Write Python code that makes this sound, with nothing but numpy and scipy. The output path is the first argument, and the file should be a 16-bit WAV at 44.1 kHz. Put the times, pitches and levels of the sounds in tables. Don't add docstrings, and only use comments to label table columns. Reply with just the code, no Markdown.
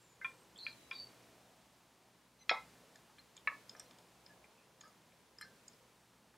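import sys
import numpy as np
from scipy import signal
from scipy.fft import rfft, irfft, next_fast_len
from scipy.io import wavfile
from scipy.ndimage import uniform_filter1d, map_coordinates

SR = 44100
rng = np.random.default_rng(int(sys.argv[2]) if len(sys.argv) > 2 else 0)


def store_pcm(level_fs):
    pcm = np.round(np.clip(level_fs, -1, 1) * 32767).astype(np.int16)
    wavfile.write(sys.argv[1], SR, np.atleast_2d(pcm).T)


def boost(x):
    u = np.asarray(x, float) / 20
    return 10 ** u


N = 280917


def add(out, s, sound):
    i = int(s * SR)
    out[i:i + len(sound)] += sound[:N - i]


def strike(table, modes, minor_db, count):
    out = np.zeros(N)
    strong = np.transpose(modes)
    lowest, highest = np.log(strong[0, 1]), np.log(strong[0, -2])
    minor_hz = np.exp(rng.uniform(lowest, highest, size=count))
    minor_level = minor_db + 3 * rng.standard_normal(size=count)
    minor_t60 = 0.19 * rng.uniform(0.45, 0.46, size=count)
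    hz, db, t60 = np.hstack([strong, [minor_hz, minor_level, minor_t60]])[:, :, None]
    rattle, rattle_hz, crack_t60_s = .45, 105, .019
    for s, peak_db, centre_hz, octaves, crack_db, held_s in table:
        t = np.arange(int(min(1.7 * held_s + .012, .25) * SR)) / SR
        detune = 1 + .002 * rng.standard_normal(hz.shape)
        start = rng.uniform(0, 2 * np.pi, hz.shape)
        reach = boost(db) * np.exp(-.5 * (np.log2(hz / centre_hz) / octaves) ** 2)
        loose = rng.standard_normal((2, len(hz), 64))
        push = [np.array([np.interp(t * rattle_hz, np.arange(64), row) for row in part]) for part in loose]
        ring = boost(-60 * t / t60 - 6 * (t / held_s) ** 4)
        ring = ring * (1 + rattle * (push[0] + 1j * push[1]))
        crack = boost(crack_db - 60 * t / crack_t60_s)
        swing = np.exp(1j * (2 * np.pi * hz * detune * t + start))
        blow = np.real(reach * (ring + crack) * swing).sum(axis=0)
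        blow = blow * np.sin(np.pi / 2 * np.minimum(t / 0.0017, 1)) ** 2
        add(out, s, boost(peak_db) * blow / np.abs(blow).max())
    return out


def blows(table, crack_db, crack_per_db):
    return [(s, db, hz, octaves, crack_db + crack_per_db * (db + 20), held_s)
            for s, db, hz, octaves, held_s in table]


# mode in Hz, level in dB, t60 in seconds.
RIM_MODES = [(179.2, -11, 0.16), (398, -20, 0.011), (630, -17.5, 0.035), (780, -8, 0.096), (883, -10, 0.29),
             (1020, -17.5, 0.97), (1142, -11, 0.97), (1308, -4, 0.46), (1430, -10.5, 0.16),
             (1590, -19.5, 0.53), (1667, -7.5, 0.14), (1950, -9, 0.087), (2076, -6.5, 0.506),
             (2210, -7.5, .15), (2050, -8.5, 0.061), (2467, -1, 0.054), (2490, -10.5, 0.31),
             (3315, -2.5, 0.052), (3900, -17.5, 0.49), (3700, -12, 0.19), (3940, -20, 0.201),
             (4190, -4, 0.073), (4600, -24, 0.098), (4780, -20, 0.35), (5300, -32, 0.64), (6290, -48, .1),
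             (6900, -10, 0.064)]
# start in seconds, peak in dB, centre in Hz, width in octaves, seconds until the hand damps it.
RIM_KNOCKS = [
    (2.493, -13, 2700, 0.86, .11),
    (2.502, -34, 5130, 0.12, 0.067),
    (2.511, -28.5, 2076, .08, 0.1),
    (2.512, -23, 650, .6, .08),
]


def rim_knocks():
    return strike(blows(RIM_KNOCKS, 10.9, .01), RIM_MODES, minor_db=-21, count=70)


# mode in Hz, level in dB, t60 in seconds.
BORE_MODES = [(610, 4.5, 0.42), (870, -6, 0.32), (1014, -5, 0.72), (1125, 10, 0.41), (1260, 3.5, 0.71),
              (1700, -20, 0.095), (1734, 10, 0.29), (2250, 13.5, 0.042), (2343, 4, 0.11), (2230, -28, .4),
              (2590, -3, 0.097), (2690, -2.5, 0.046), (3360, -47, 0.14), (4010, -10, 0.12),
              (5000, -18, .04), (6000, -20, .03)]
# start in seconds, peak in dB, centre in Hz, width in octaves, seconds until the hand damps it.
BORE_KNOCKS = [
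    (3.473, -20, 2400, 1, .014),
    (3.482, -30, 1760, .5, .008),
    (3.495, -47, 1600, .7, .09),
    (3.515, -40, 1200, .5, .05),
]


def bore_knocks():
    return strike(blows(BORE_KNOCKS, 11, .6), BORE_MODES, minor_db=-22, count=30)


# mode in Hz, level in dB, t60 in seconds.
SHANK_MODES = [(1057, -2.5, 0.39), (1376, 4, 0.11), (1577, -9.5, 0.33), (1790, 0, 0.073), (2020, -8, 0.11),
               (2394, 11.5, 0.082), (2470, -40, 0.24), (3325, 0, 0.051), (3560, -12, 0.04),
               (5000, -25, 0.026)]
# start in seconds, peak in dB, centre in Hz, width in octaves, crack over ring in dB.
SHANK_KNOCKS = [
    (.245, -29, 2160, 3.5, -18),
    (0.665, -29, 2600, 0.61, 19),
    (0.675, -47, 1710, 0.14, -6),
    (.912, -30.5, 2240, 1.8, -1),
]


def shank_knocks():
    return strike([(*row, .028) for row in SHANK_KNOCKS], SHANK_MODES, minor_db=-10, count=12)


# mode in Hz, level in dB, t60 in seconds.
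SLOT_MODES = [(877, 18, 0.38), (1230, 8, 0.27), (1577, -3.5, 0.58), (1730, 4.5, 0.089), (2078, -3.5, 0.21),
              (2370, 0.5, .05), (3000, -9, 0.047), (3200, 0.5, 0.042), (3564, 5.5, 0.03),
              (4170, -2.5, 0.095), (5080, 7, 0.013), (5300, -9, 0.076), (5650, -10, 0.011),
              (6720, 4, 0.014), (7210, -4, 0.019), (7580, -5, 0.035), (8470, -4.5, 0.02),
              (9120, -15, 0.044), (10270, -23, 0.057), (11400, -6, 0.022)]
# start in seconds, peak in dB, centre in Hz, width in octaves.
TICKS = [(.213, -43, 1830, 0.33), (0.727, -52, 4130, 0.099), (2.754, -59, 1800, .34),
         (2.956, -54, 1730, 0.2), (2.957, -50.5, 6000, 1), (3.097, -58, 1500, .5), (3.183, -51, 2300, 0.5),
         (3.366, -48.5, 7350, 0.21), (3.366, -48, 3840, 0.85), (3.376, -47.5, 3030, 0.23),
         (3.694, -47.5, 7200, .14), (3.695, -47.5, 3450, 0.35), (3.75, -48.5, 1810, 0.44),
         (3.796, -41, 9000, .2), (3.8, -48.5, 2700, 0.67), (3.909, -51, 3060, 0.81),
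         (3.985, -50.5, 5000, 1), (4.262, -49, 5080, 0.19), (4.265, -55.5, 2470, 0.57),
         (4.442, -52.5, 2250, .15), (4.808, -49, 6900, 0.08), (4.811, -45, 4130, 1),
         (5.12, -61, 2380, 0.28), (5.387, -54, 1730, 0.33), (5.411, -46, 9800, .18),
         (5.411, -39.5, 1740, 0.29), (5.425, -41, 1890, 0.19), (5.68, -44, 7400, 0.18),
         (6.34, -57, 1840, 0.59)]
# start in seconds, peak in dB, mode in Hz, seconds until damped.
PINGS = [(.215, -44.5, 1577, .041), (.216, -46, 2078, 0.037), (0.577, -53, 7700, 0.034),
         (0.91, -47.5, 5000, .015), (3.19, -54, 4170, .026), (3.694, -42, 5040, 0.052),
         (3.765, -56, 5650, .03), (3.796, -43.5, 5650, 0.024), (3.86, -65, 4170, .06),
         (4.878, -62, 6720, 0.018), (5.385, -44.5, 5080, 0.042), (5.386, -58, 7260, .02),
         (5.414, -56, 7580, .03), (5.411, -54, 3000, .015), (5.447, -56, 1577, .15),
         (5.68, -50, 4870, 0.033), (5.733, -60, 5080, 0.025)]


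def slot_ticks():
    touches = [(*row, 12, .04) for row in TICKS]
    touches += [(s, db, hz, .055, 1.5, held_s) for s, db, hz, held_s in PINGS]
    return strike(touches, SLOT_MODES, minor_db=-16, count=10)


def unit(x):
    return x / np.sqrt(np.mean(np.abs(x) ** 2))


def stick_slip(table, wobble, attack, hold, release_db):
    out = np.zeros(N)
    for s, length_s, first_hz, last_hz, top_db in table:
        share = np.linspace(0, 1, int(length_s * SR))
        hz = first_hz + (last_hz - first_hz) * share ** .6
        db = top_db + np.interp(share, [0, attack, min(attack + hold, .95), 1], [-14, 0, 0, release_db])
        pace = np.cumsum(np.clip(wobble * hz, 5, 2000)) / SR
        chance = rng.standard_normal((2, 600))
        strength, turn = [map_coordinates(row, [pace], order=3) for row in chance]
        grip = 0.67 + strength + 1j * turn
        tone = unit(np.real(grip * np.exp(2j * np.pi * np.cumsum(hz) / SR)))
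        add(out, max(s, 0), boost(db) * tone * signal.windows.tukey(len(share), .15))
    return out


# start and length in seconds, first and last pitch in Hz, top level in dB.
WHISTLES = [
    (0, .17, 7700, 6880, -75.5),
    (.25, .14, 8030, 8040, -78.5),
    (.34, .11, 8550, 8350, -79),
    (.73, 0.179, 4010, 3880, -77),
    (2.405, 0.038, 2100, 2030, -73.5),
    (2.39, 0.045, 4230, 3980, -71),
    (2.39, 0.046, 6050, 6100, -69.5),
]
SQUEALS = [
    (.922, 0.16, 4656, 4540, -48.5),
    (4.29, .06, 1730, 1700, -65.5),
    (5.412, 0.03, 4000, 4250, -55.5),
]
RUBS = [
    (.552, 0.057, 3080, 3700, -61),
    (.578, .15, 4260, 4150, -53),
    (.635, .085, 4780, 4620, -61.5),
    (4.83, 0.066, 1186, 1245, -62.5),
    (4.835, 0.049, 1645, 1670, -66),
]
SCRAPES = [
    (.908, 0.13, 3460, 4100, -58),
    (4.57, .11, 2490, 2600, -74),
    (4.812, 0.097, 5100, 4750, -70),
    (5.408, 0.053, 5300, 5100, -58.5),
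]


def thread_squeaks():
    whistles = stick_slip(WHISTLES, wobble=.014, attack=0.073, hold=0.9, release_db=-7)
    squeals = stick_slip(SQUEALS, wobble=.055, attack=0.27, hold=0.15, release_db=-12)
    rubs = stick_slip(RUBS, wobble=.13, attack=0.075, hold=0.36, release_db=-9)
    scrapes = stick_slip(SCRAPES, wobble=.2, attack=0.024, hold=0.035, release_db=-12)
    return whistles + squeals + rubs + scrapes


def colour(points, x):
    hz, db = np.transpose(points)
    size = next_fast_len(len(x), real=True)
    bins = np.maximum(np.arange(size // 2 + 1) * SR / size, 1)
    gain = boost(np.interp(np.log(bins), np.log(hz), db))
    return irfft(rfft(x, size) * gain, size)[:len(x)]


def room(x, db):
    t60_s, gap_s = 0.22, 0.0019
    t = np.arange(SR // 2) / SR
    tail = rng.standard_normal(len(t)) * boost(-60 * t / t60_s) * (t > gap_s)
    tail = colour([(100, -10), (600, 0), (5000, -3), (16000, -14)], tail)
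    return boost(db) * signal.fftconvolve(x, tail / np.sqrt(np.sum(tail ** 2)))[:N]


def opening(bench):
    threshold_db, open_per_s, top_db, close_s, lead_s = -71.5, 5.02, 11, 0.77, 0.021
    hop = SR // 100
    power = uniform_filter1d(bench ** 2, hop)[::hop]
    over = np.maximum(10 * np.log10(np.maximum(power, 1e-12)) - threshold_db, 0)
    lift = [4.5]
    for excess_db in over[:-1]:
        rate = open_per_s * excess_db * (1 - lift[-1] / top_db) - lift[-1] / close_s
        lift.append(np.clip(lift[-1] + rate / 100, 0, top_db))
    return np.interp(np.arange(N) / SR + lead_s, np.arange(len(lift)) * hop / SR, lift)


def walk(rate, count=N):
    k = max(int(SR / rate), 1)
    steps = np.repeat(rng.standard_normal(count // k + 1), k)
    return 1.3 * uniform_filter1d(uniform_filter1d(steps, k), k)[:count]


# frequency in Hz, density in dB per Hz.
RUMBLE = [(25, -38), (45, -15.5), (62, 0), (85, -12), (125, -2.5), (200, -0.5), (350, -2.5), (600, -2.5),
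          (1000, -6.5), (1500, -23), (2500, -32)]
# frequency in Hz, density in dB per Hz.
HISS = [(1000, 3.5), (1600, 1.5), (3000, -1), (6000, -4.5), (10000, -8), (13000, -12), (15700, -14)]
# frequency in Hz, side minus mid in dB.
SIDE_SHARE = [(30, -28), (250, -8.5), (700, -11), (1200, -21.5), (2500, -11.5), (5000, -13.5),
              (10000, -8.5), (15000, -8)]
# frequency in Hz, level in dB.
HUM = [(59.7, -99), (119.4, -78), (178, -81), (240, -86.5)]


def floor(open_db):
    rumble_db, hiss_db = -76 + open_db, -77.5 + open_db
    t = np.arange(N) / SR
    low = 0
    for hz in 30 * 2 ** np.arange(0, 7, .5):
        edges = [(hz / 1.42, -40), (hz / 1.19, -3), (hz / 1.1, 0),
                 (hz * 1.1, 0), (hz * 1.19, -3), (hz * 1.42, -40)]
        band = colour(edges, rng.standard_normal(N))
        low = low + band * boost(1.2 * walk(3.26) + 1.06 * walk(8.1))
    hum = sum(boost(db + 71 + 0.5 * walk(4.6)) * np.sin(2 * np.pi * hz * t) for hz, db in HUM)
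    layers = [(RUMBLE + [(5000, -77)], low, rumble_db + 2.0),
              ([(500, -8.5)] + HISS, rng.standard_normal(N), hiss_db + 3.5)]
    mid, side = hum * boost(rumble_db), 0
    for points, noise, db in layers:
        shaped = colour(points, noise)
        gain = boost(db) / np.std(shaped)
        mid = mid + gain * shaped
        spread = colour(SIDE_SHARE, colour(points, rng.standard_normal(N)))
        side = side + gain * spread * np.std(noise) * boost(3.7 * walk(6.6))
    return mid, side


def scene():
    bench = rim_knocks() + bore_knocks() + shank_knocks() + slot_ticks() + thread_squeaks()
    no_bass = signal.butter(N=3, Wn=150, btype="high", fs=SR, output="sos")
    bench = signal.sosfilt(no_bass, bench)
    mid, side = floor(opening(bench))
    mid = mid + bench + room(bench, db=-13.5)
    side = side + room(bench, db=-33)
    return np.array([mid + side, mid - side])


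def top_cut(x):
    return signal.sosfilt(signal.butter(12, 15820, fs=SR, output="sos"), x)


def record(dry):
    top = signal.ellip(N=8, rp=.2, rs=60, Wn=15700, fs=SR, output="sos")
    mix = signal.sosfilt(top, dry)
    return top_cut(mix)


dry = scene()
out = record(dry)
store_pcm(out)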